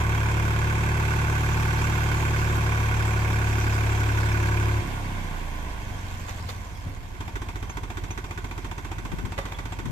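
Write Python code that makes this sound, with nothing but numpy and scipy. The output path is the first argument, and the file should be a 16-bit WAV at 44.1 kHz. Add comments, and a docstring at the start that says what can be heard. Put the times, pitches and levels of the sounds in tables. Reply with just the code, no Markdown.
"""A three-cylinder diesel tractor runs fast to drive the hydraulic ram of its tipping trailer. The throttle
shuts: it coasts down without firing, then catches at a slow, knocking idle that hunts. Stroke impulses ring
the pipe and the block, and sines on the engine's cycle whine. Soil, as grainy noise, slides out of the raised
steel body, which thuds and rattles in decaying noise; small parts ping, and a late gust buffets the left port."""
import sys
import numpy as np
from scipy import signal
from scipy.fft import rfft, irfft, next_fast_len
from scipy.io import wavfile
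from scipy.ndimage import uniform_filter1d, map_coordinates

SR = 44100
rng = np.random.default_rng(int(sys.argv[2]) if len(sys.argv) > 2 else 0)


def store_pcm(level_fs):
    """Save levels as 16-bit WAV."""
    pcm = np.round(np.clip(level_fs, -1, 1) * 32767).astype(np.int16)
    wavfile.write(sys.argv[1], SR, np.atleast_2d(pcm).T)


N = 437031


def amp(db):
    """Decibels to gain."""
    return 10 ** (np.asarray(db) / 20)


def unit(x):
    """Scale to rms 1."""
    return x / np.sqrt(np.mean(x ** 2) + 1e-20)


def along(points, hz):
    """Read (hz, value) points on a log frequency axis."""
    f, v = np.transpose(points)
    return np.interp(np.log(hz + 1), np.log(f + 1), v)


def lifts(resonances, hz):
    """The dB that (centre_hz, width_hz, lift_db) resonances add at each frequency."""
    return sum(lift / (1 + (2 * (hz - centre) / width) ** 2) for centre, width, lift in resonances)


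def clock():
    """The time of each sample in seconds."""
    return np.arange(N) / SR


def curve(rows):
    """Join (time_s, value) rows by straight lines, one value per sample."""
    return np.interp(clock(), *np.transpose(rows))


def after(s, fade):
    """A smooth step from 0 to 1 around time s."""
    return .5 + .5 * np.tanh((clock() - s) / fade)


def wobble(rate):
    """A smooth random curve, rate knots a second."""
    knots = rng.standard_normal(int(N * rate / SR) + 4)
    return map_coordinates(knots, [clock() * rate], order=2)


def filtered(x, response):
    """Shape x by a response given as a function of frequency."""
    m = next_fast_len(N + SR // 2)
    return irfft(rfft(x, m) * response(np.fft.rfftfreq(m, 1 / SR)), m)[..., :N]


def ring(x, spectrum, modes=(), size=32768):
    """Excite a causal, minimum-phase body that has the given spectrum and resonances."""
    hz = np.fft.rfftfreq(size, 1 / SR)
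    cepstrum = irfft(np.log(amp(along(spectrum, hz) + lifts(modes, hz))))
    # fold the cepstrum forward in time so the body only rings after it is struck
    cepstrum[1:size // 2] *= 2
    cepstrum[size // 2 + 1:] = 0
    body = irfft(np.exp(rfft(cepstrum)))
    m = next_fast_len(N + size)
    return irfft(rfft(x, m) * rfft(body, m), m)[..., :N]


# likeness of the two microphone ports: hz, likeness (clipped to 0-1)
PORT_LIKENESS = [(170, 5.5), (300, 0.35), (700, 0.43), (1300, 0.4), (2600, 0.01), (5000, 0)]


def spread(pair, spectrum, panels=()):
    """Two unrelated signals ring a body and are mixed into a partly alike left and right at rms 1."""
    def mix(hz):
        turn = np.arccos(np.clip(along(PORT_LIKENESS, hz), 0, 1)) / 2
        return np.array([np.cos(turn), np.sin(turn)])
    mid, side = filtered(ring(pair, spectrum, panels), mix)
    return unit(np.array([mid + side, mid - side]))


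def noise(patchy_db=0):
    """Two white noises, optionally with brief shared patches of stronger and weaker colour."""
    white = rng.standard_normal((2, N))
    if not patchy_db:
        return white
    bins = signal.stft(white, nperseg=256)[2]
    field = uniform_filter1d(rng.standard_normal(bins.shape[1:]), size=5, axis=0)
    field = unit(uniform_filter1d(field, size=14, axis=1))
    return signal.istft(bins * amp(patchy_db * field), nperseg=256)[1][:, :N]


# engine speed: time_s, stroke_rate_hz (strokes of all cylinders together)
ENGINE_SPEED = [(0.0, 36.07), (0.9, 36.72), (2.1, 36.68), (3.4, 35.69), (4.8, 35.16), (5.1, 32.29),
                (5.8, 25.04), (6.4, 20.14), (7.15, 13.08), (7.35, 14.55), (7.5, 14.3), (7.75, 14.54),
                (8.0, 14.7), (8.5, 14.86), (9.1, 14.83), (9.91, 14.99)]
FIRST_STROKE = .379  # strokes
CYLINDERS = 3
FREE_HZ = 36.7  # stroke rate running free at full throttle
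FUEL_OFF, FUEL_ON = 4.81, 7.15  # s: the throttle shuts, the idle governor takes over


def crank():
    """Strokes made so far: a cylinder reaches the top at each whole number."""
    return np.cumsum(curve(ENGINE_SPEED)) / SR - FIRST_STROKE


def strokes(offset, uneven_db, scatter_db, jitter):
    """One row of impulses per cylinder, offset within its stroke; the cylinders differ in strength."""
    at = np.flatnonzero(np.diff(np.floor(crank() - offset), prepend=-np.inf) > 0)
    chance = rng.standard_normal((len(at), 2))
    cylinder = np.arange(len(at)) % CYLINDERS
    when = np.clip(at + jitter * SR * chance[:, 1], 0, N - 1).astype(int)
    strength_db = uneven_db * np.cos(2 * np.pi * cylinder / CYLINDERS) + scatter_db * chance[:, 0]
    blows = np.zeros((CYLINDERS, N))
    blows[cylinder, when] = amp(strength_db)
    return blows


def steady(x):
    """Even out x to rms 1 over every few strokes, whatever the engine speed."""
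    power = np.mean(np.atleast_2d(x) ** 2, axis=0)
    power = uniform_filter1d(uniform_filter1d(power, size=SR // 4), size=SR // 4)
    return x / np.sqrt(np.abs(power) + 1e-12)


def sag():
    """How far the load has dragged the stroke rate down, in Hz, up to the moment the throttle shuts."""
    return FREE_HZ - np.interp(np.minimum(clock(), FUEL_OFF), *np.transpose(ENGINE_SPEED))


def halvings():
    """Octaves by which the engine turns slower than when it runs free."""
    return np.log2(FREE_HZ / curve(ENGINE_SPEED))


# hunting idle: moment of a full surge from which the swing dies, time between surges, time to settle (s)
SURGE_S, HUNT_S, SETTLE_S = 5.7, 0.392, 1.0


def surge():
    """The idle governor overshoots and hunts: fuel swings about its settled amount, less each time."""
    t = clock() - SURGE_S
    return np.cos(2 * np.pi * t / HUNT_S) * np.exp(-np.maximum(t, 0) / SETTLE_S)


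# tone of the exhaust pipe under load, with the throttle shut, and at idle: hz, level_db
LOADED_PIPE = [(18, -15), (36, -4), (72, 6.5), (108, 9.5), (138, -17.5), (147, 1.5), (160, -21.5),
               (185, -17.5), (225, -30), (360, -32), (480, -23), (700, -34), (1500, -79.5)]
SLACK_PIPE = [(10, -26), (20, 2), (30, 18.5), (40, -1), (52, 14), (64, 1), (80, 11), (100, 5), (125, -15),
              (168, -18), (205, -23.5), (290, -27), (520, -46), (1500, -71)]
IDLE_PIPE = [(14, -2), (28, -28), (45, 13), (62, 3.5), (90, 6.5), (105, 6), (132, -22), (165, -3),
             (205, -26), (290, -26), (1500, -90)]
# pipe resonances that the falling harmonics sweep through: centre_hz, width_hz, lift_db
PIPE_RESONANCES = [(97.8, 10.5, 8.5), (157, 45, 5.5), (222.7, 8.7, 13.5), (297, 25, 11.5)]
# tone of the rushing gas and of the buzzing stack: hz, level_db
GAS_RUSH = [(20, -12), (120, -2), (170, 5), (200, -0.5), (400, -3), (900, -30)]
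STACK_TONE = [(70, -9), (135, 9), (220, -1), (300, -5.5), (380, -6), (1500, -64)]
# drone under load: level at the free-running rate (dB), change as the load drags it down (dB per Hz)
DRONE_DB, DRONE_DB_PER_HZ = -24, 0.8
# coasting: level at the free-running rate (dB), loss for each halving of the rate (dB)
PUMPING_DB, PUMPING_LOSS_DB = -30, 6
# idle: settled level (dB), lift by a full surge (dB)
THUMP_DB, THUMP_SWING_DB = -35.5, 1


def exhaust(flow_power=3):
    """Each stroke puffs into the pipe: a hard drone under load, even pumping on the coast, loose idle thumps."""
    slack, idling = after(FUEL_OFF, fade=0.0098), after(FUEL_ON, fade=0.083)
    hard_firing = strokes(offset=.56, uneven_db=.25, scatter_db=.15, jitter=.00003).sum(axis=0)
    pumping = strokes(offset=.8, uneven_db=.3, scatter_db=.7, jitter=.00007).sum(axis=0)
    firing = strokes(offset=.81, uneven_db=-0.2, scatter_db=1.0, jitter=0.00032).sum(axis=0)
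    drone = steady(ring(-hard_firing, LOADED_PIPE))
    drone = amp(DRONE_DB + DRONE_DB_PER_HZ * sag()) * drone
    puffs = steady(ring(-pumping, SLACK_PIPE, PIPE_RESONANCES))
    puffs = amp(PUMPING_DB - PUMPING_LOSS_DB * halvings()) * puffs
    thumps = steady(ring(-firing, IDLE_PIPE))
    thumps = amp(THUMP_DB + THUMP_SWING_DB * surge()) * thumps
    # the faster the engine turns, the more gas rushes and, off load, buzzes through the stack
    flow = (curve(ENGINE_SPEED) / FREE_HZ) ** flow_power
    rush = amp(-50) * flow * spread(noise(), GAS_RUSH)
    buzz = amp(-36.0) * flow * slack * steady(ring(-pumping, STACK_TONE, PIPE_RESONANCES))
    return (1 - slack) * drone + slack * (1 - idling) * puffs + idling * thumps + rush + buzz


# share of the block's sound that repeats with each engine cycle: hz, power_share
REPEATING = [(400, .8), (1100, .68), (2500, .5), (6000, .15)]
# ringing panels of the block: centre_hz, width_hz, lift_db
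BLOCK_PANELS = [(353, 3.6, 12), (728, 51, 4.5), (916, 26, 5), (1005, 77, 5.5), (1120, 41, 5),
                (1441, 22, 8.5), (1523, 48, 6), (2130, 260, 4.5), (2667, 34, 8), (3223, 98, 8.5),
                (3540, 86, 6.5), (6090, 56, 9)]


def knocks(blows, spectrum, t60, attack):
    """Blows shake the block: the lows ring much alike each time a cylinder fires, the treble rattles anew."""
    t = np.arange(SR // 5) / SR
    decay = amp(-60 * t / t60) * (1 - np.exp(-t / attack))
    voices = decay * rng.standard_normal((CYLINDERS, 2, len(t)))
    same = unit(signal.oaconvolve(blows[:, None], voices, axes=2).sum(axis=0)[:, :N])
    power = signal.oaconvolve(blows.sum(axis=0) ** 2, decay ** 2)[:N]
    fresh = unit(np.sqrt(np.abs(power)) * noise(patchy_db=1))
    alike = filtered(same, lambda hz: np.sqrt(along(REPEATING, hz)))
    anew = filtered(fresh, lambda hz: np.sqrt(1 - along(REPEATING, hz)))
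    return steady(spread(alike + anew, spectrum, BLOCK_PANELS))


# firings that bang hard as the engine catches and hunts: time_s, level_db (over a plain blow)
HARD_BANGS = [(7.3547, 4), (7.769, 3), (7.970, 2.5), (8.175, 3.5)]


def with_bangs(blows):
    """The firing nearest to each bang ignites at that moment instead, at the bang's own strength."""
    blows = blows.copy()
    cylinders, times = np.nonzero(blows)
    for s, db in HARD_BANGS:
        k = np.argmin(np.abs(times - s * SR))
        blows[cylinders[k], times[k]] = 0
        blows[cylinders[k], round(s * SR)] = amp(db)
    return blows


# parts that clank when a cylinder fires, one row per cylinder: delay_s, pitch_hz, loaded_db, idle_db
# (peak levels for a plain blow, before the scatter)
CLANKING_PARTS = [
    [(.002, 3150, -47, -53), (.005, 1080, -41.5, -36.5), (.008, 2123, -37.5, -49), (.012, 356, -44, -41.5)],
    [(.001, 2385, -35, -39), (.003, 740, -42, -37), (.010, 922, -35.5, -42), (.012, 365, -39, -41)],
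    [(.0005, 1490, -31.5, -38), (.012, 1520, -26.5, -41), (.012, 355, -37, -39.5)],
]
CLANK_SCATTER_DB, CLANK_DETUNE = 1.6, .014  # change from blow to blow: dB, share of the pitch


def clanks(blows, idling, t60=.038, attack=.0015):
    """Each cylinder strikes its own parts of the engine, so the same clanks come round once a cycle."""
    t, sound = np.arange(SR // 10) / SR, np.zeros(N)
    decay = amp(-60 * t / t60) * (1 - np.exp(-t / attack))
    decay = decay / decay.max()
    for own_blows, parts in zip(blows, CLANKING_PARTS):
        for at in np.flatnonzero(own_blows):
            for delay, hz, loaded_db, idle_db in parts:
                size, detune = rng.standard_normal(2)
                level_db = idle_db if idling else loaded_db
                gain = own_blows[at] * amp(level_db + CLANK_SCATTER_DB * size)
                tone = np.sin(2 * np.pi * hz * (1 + CLANK_DETUNE * detune) * t)
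                room = sound[at + int(abs(delay) * SR):][:len(t)]  # a view: adding to it adds to sound
                room += (gain * decay * tone)[:len(room)]
    return sound


# colour of the loaded knock, the idle knock and the gear clatter: hz, level_db (per Hz)
LOADED_KNOCK_COLOUR = [(30, -17), (170, -0.5), (350, -1), (470, -4), (600, -9), (760, -9.5), (1100, -2),
                       (1280, -5.5), (1650, -1.5), (1880, -12.5), (2400, -2), (3000, -17.5), (4500, -22.5),
                       (7500, -18.5), (9200, -31), (13500, -27)]
IDLE_KNOCK_COLOUR = [(100, 4.5), (170, -6), (215, -0.5), (290, 3.5), (400, -1.5), (520, -15.5), (720, -9),
                     (950, -3), (1350, -6), (1800, -9), (2500, -9.5), (3050, -17), (3600, -13), (4200, -20),
                     (7600, -18.5), (9500, -30), (13500, -28)]
GEAR_COLOUR = [(60, -7), (160, 5), (300, -2), (500, -4), (750, -0.5), (1050, 0), (1300, -9.5), (1600, -2.5),
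               (1850, -7), (2300, -6.5), (3000, -12), (4800, -18), (7500, -18), (9500, -25), (13500, -25)]
# under load: level at the free-running rate (dB), change as the load drags it down (dB per Hz)
HARD_KNOCK_DB, HARD_KNOCK_DB_PER_HZ = -33.5, -0.93
# coasting: level at the free-running rate (dB), loss for each halving of the rate (dB)
COAST_CLATTER_DB, COAST_CLATTER_LOSS_DB = -35, 8.5
# idle: settled levels (dB), change of the knock at a full surge (dB)
IDLE_KNOCK_DB, IDLE_CLATTER_DB, KNOCK_SWING_DB = -40.5, -45.5, -1


def block():
    """Diesel knock while fuel is injected; gears and valves clatter all the time."""
    loaded, idling = 1 - after(FUEL_OFF - .03, fade=0.074), after(FUEL_ON, fade=.02)
    coasting = (1 - loaded) * (1 - idling)
    fast_blows = strokes(offset=-.07, uneven_db=.4, scatter_db=.6, jitter=.00004)
    slow_blows = with_bangs(strokes(offset=-.03, uneven_db=0.3, scatter_db=1.0, jitter=.0002))
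    taps = sum(strokes(offset=at, uneven_db=.5, scatter_db=.8, jitter=.00005) for at in (.22, .6))
    hard = knocks(fast_blows, LOADED_KNOCK_COLOUR, t60=.085, attack=.001)
    idle = knocks(slow_blows, IDLE_KNOCK_COLOUR, t60=.11, attack=.001)
    clatter = knocks(taps, GEAR_COLOUR, t60=0.57, attack=0.0009)
    hard_gain = loaded * amp(HARD_KNOCK_DB + HARD_KNOCK_DB_PER_HZ * sag())
    idle_gain = idling * amp(IDLE_KNOCK_DB + KNOCK_SWING_DB * surge())
    coast_gain = coasting * amp(COAST_CLATTER_DB - COAST_CLATTER_LOSS_DB * halvings())
    clatter_gain = hard_gain + coast_gain + idling * amp(IDLE_CLATTER_DB)
    metal = loaded * clanks(fast_blows, idling=False) + idling * clanks(slow_blows, idling=True)
    return hard_gain * hard + idle_gain * idle + clatter_gain * clatter + metal


# tones of the engine and its hydraulic pump:
# multiple (of the engine's full cycle), body_low_db, body_high_db (rms levels, before the wobble)
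WHINE_TONES = [(14, -41, -42), (15, -44, -50), (21, -56, -51), (24, -51, -48), (27, -50, -50),
               (30, -49, -41), (33, -49, -52), (62, -55, -50), (73, -52, -60), (87, -56, -53),
               (94, -63, -52)]


def whines():
    """The labouring engine and pump sing on multiples of the engine's cycle; the balance shifts as the body rises."""
    cycles, risen = crank() / CYLINDERS, np.minimum(clock() / FUEL_OFF, 1)
    tones = np.zeros(N)
    for multiple, low_db, high_db in WHINE_TONES:
        gain = amp(low_db + (high_db - low_db) * risen + 2 * wobble(5))
        tones += gain * np.sin(2 * np.pi * multiple * cycles + .4 * wobble(10))
    return np.sqrt(2) * tones * (1 - after(FUEL_OFF + 0.043, fade=0.045))


def air():
    """Low outdoor rumble, and a light breeze that touches each port separately."""
    rumble = spread(noise(), [(10, -24), (40, -4), (110, 0.0), (250, -12.5), (8000, -42.5)])
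    breeze_colour = [(10, -32), (35, 9), (100, -4), (600, -53)]
    breeze = unit(filtered(noise(), lambda hz: amp(along(breeze_colour, hz))))
    return amp(-45) * rumble + amp(-48 + 1.5 * wobble(3)) * breeze


# colour of sliding soil: hz, level_db (per Hz)
SOIL_COLOUR = [(200, -17), (700, -10), (1300, -4.5), (3300, -8.5), (4500, -9), (7500, -8.5), (9500, -22.5),
               (13500, -17.5)]
# soil pouring off the trailer: full_flow_s, end_s, level_db (at full flow), build_up_db_per_s
SOIL_POURS = [(1.713, 3.093, -42, 10), (3.552, 4.6, -42.5, 20), (6.103, 6.538, -49, 31)]
# big clods that break away and burst: time_s, level_db (before attack and decay)
BURSTING_CLODS = [(6.281, -35), (6.486, -32.5)]
CLOD_ATTACK_S, CLOD_T60_S = 0.006, 0.15
# thinning from full flow on, extra fall after the end, and what keeps falling
POUR_THINS_DB_PER_S, POUR_STOPS_DB_PER_S, TRICKLE_DB = 3, 25, -58


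def soil(grain_db=3.5):
    """Crumbs and clods hiss down the steel floor; each pour builds up, thins and stops."""
    t, flow = clock(), amp(TRICKLE_DB)
    for start, end, db, build in SOIL_POURS:
        rise = build * np.maximum(start - t, 0)
        fall = POUR_THINS_DB_PER_S * np.maximum(t - start, 0) + POUR_STOPS_DB_PER_S * np.maximum(t - end, 0)
        flow = np.hypot(flow, amp(db - rise - fall))
    for s, db in BURSTING_CLODS:
        age = np.maximum(t - s, 0)
        burst = amp(db - 60 * age / CLOD_T60_S) * (1 - np.exp(-age / CLOD_ATTACK_S))
        flow = np.hypot(flow, burst)
    grains = noise(patchy_db=3.5) * amp(grain_db * wobble(700) + 0.42 * wobble(13))
    return flow * spread(grains, SOIL_COLOUR)


# blows on the trailer body: time_s, thud_db, rattle_db (before a common lift of 1.5 dB), t60_s
BODY_BUMPS = [(6.281, -52, -34.5, 0.14), (6.378, -55, -38, 0.093), (6.485, -43, -34.5, 0.17),
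              (6.86, -31.5, -48, 0.33), (9.376, -38, -29, 0.2), (9.452, -55, -44.5, 0.8),
              (9.585, -50, -38, 0.1)]
# colour of the thuds and of the rattles: hz, level_db
THUD_COLOUR = [(50, -19), (90, 15.5), (160, -1), (330, -3), (1500, -41)]
RATTLE_COLOUR = [(200, -15), (480, 8), (1000, 5), (2200, 1), (3000, -3), (13500, -21.5)]
# modes of the steel tailgate: centre_hz, width_hz, lift_db
TAILGATE_MODES = [(549, 30, 8), (800, 40, 8), (1147, 40, 13), (1985, 70, 14), (3575, 70, 14)]


def trailer(chatter_db=5):
    """Shifting soil thumps the body, and the steel tailgate chatters against its stops and rings."""
    thuds, rattles = np.zeros(N), np.zeros(N)
    for s, thud_db, rattle_db, t60 in BODY_BUMPS:
        t = np.maximum(clock() - s, 0)
        decay = amp(-60 * t / t60) * (1 - np.exp(-t / 0.0021))
        thuds += amp(thud_db) * decay
        rattles += amp(rattle_db) * decay
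    contacts = rattles * unit(noise() * amp(chatter_db * wobble(2000)))
    # spread() returns rms 1, so the strength of the contacts is put back
    tailgate = amp(1.5) * contacts.std() * spread(contacts, RATTLE_COLOUR, TAILGATE_MODES)
    return thuds * spread(noise(), THUD_COLOUR) + tailgate


# small steel parts that ping now and then, the one at 9.545 s on the tailgate: time_s, pitch_hz, level_db
# (before attack and decay)
METAL_PINGS = [(6.755, 3300, -45), (7.698, 6350, -35.5), (8.109, 6200, -33.5), (9.545, 3380, -38),
               (9.724, 7520, -45)]


def pings(t60=0.08):
    """Now and then a small steel part, on the engine or the tailgate, rings: a decaying sine with an unsteady
    phase."""
    sound = np.zeros(N)
    for s, hz, db in METAL_PINGS:
        t = np.maximum(clock() - s, 0)
        tone = np.sin(2 * np.pi * hz * t + 0.8 * wobble(270))
        sound += amp(db - 60 * t / t60) * tone * (1 - np.exp(-t / 0.00091))
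    return sound


# gusts on the left port alone: peak_s, level_db, swell_and_die_s (time constant each way)
LEFT_GUSTS = [(9.05, -34, 0.027), (9.14, -16, 0.0051), (9.24, -28.5, 0.071), (9.9, -25, 0.054)]
# colour of the buffeting: hz, level_db
BUFFET_COLOUR = [(20, -7), (70, 3.5), (160, -0.5), (240, -3.5), (350, -13), (2000, -53)]


def gust():
    """Wind tumbles over the left microphone port in short gusts that swell and die."""
    strength = sum(amp(db) * np.exp(-np.abs(clock() - s) / width) for s, db, width in LEFT_GUSTS)
    left_only = np.array([[1], [0]])
    return left_only * strength * spread(noise(), BUFFET_COLOUR)


# balance of the ports: hz, left_minus_right_db
PORT_BALANCE = [(35, -6), (110, 1.7), (200, -4), (370, -2), (680, 2.5), (1250, -4.5), (2290, -6.5),
                (4200, -1), (7720, -2), (14200, -2.5)]
# arrival at the ports: hz, left_lead_s
LEFT_LEAD = [(700, 0.000083), (1200, 0.00027)]


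def scene():
    """The tractor stands a little to the left, so the left port hears it first; the gust is left alone."""
    sound = exhaust() + block() + whines() + air() + soil() + trailer() + pings()
    sides = np.array([[.5], [-.5]])  # half of each difference goes to each port

    def placing(hz):
        lead = np.exp(2j * np.pi * hz * along(LEFT_LEAD, hz) * sides)
        return amp(sides * along(PORT_BALANCE, hz)) * lead
    return filtered(sound, placing) + gust()


TOP_HZ = 14350


def record(dry):
    """Nothing is kept at or above the band limit."""
    return filtered(dry, lambda hz: hz < TOP_HZ)


dry = scene()
out = record(dry)
store_pcm(out)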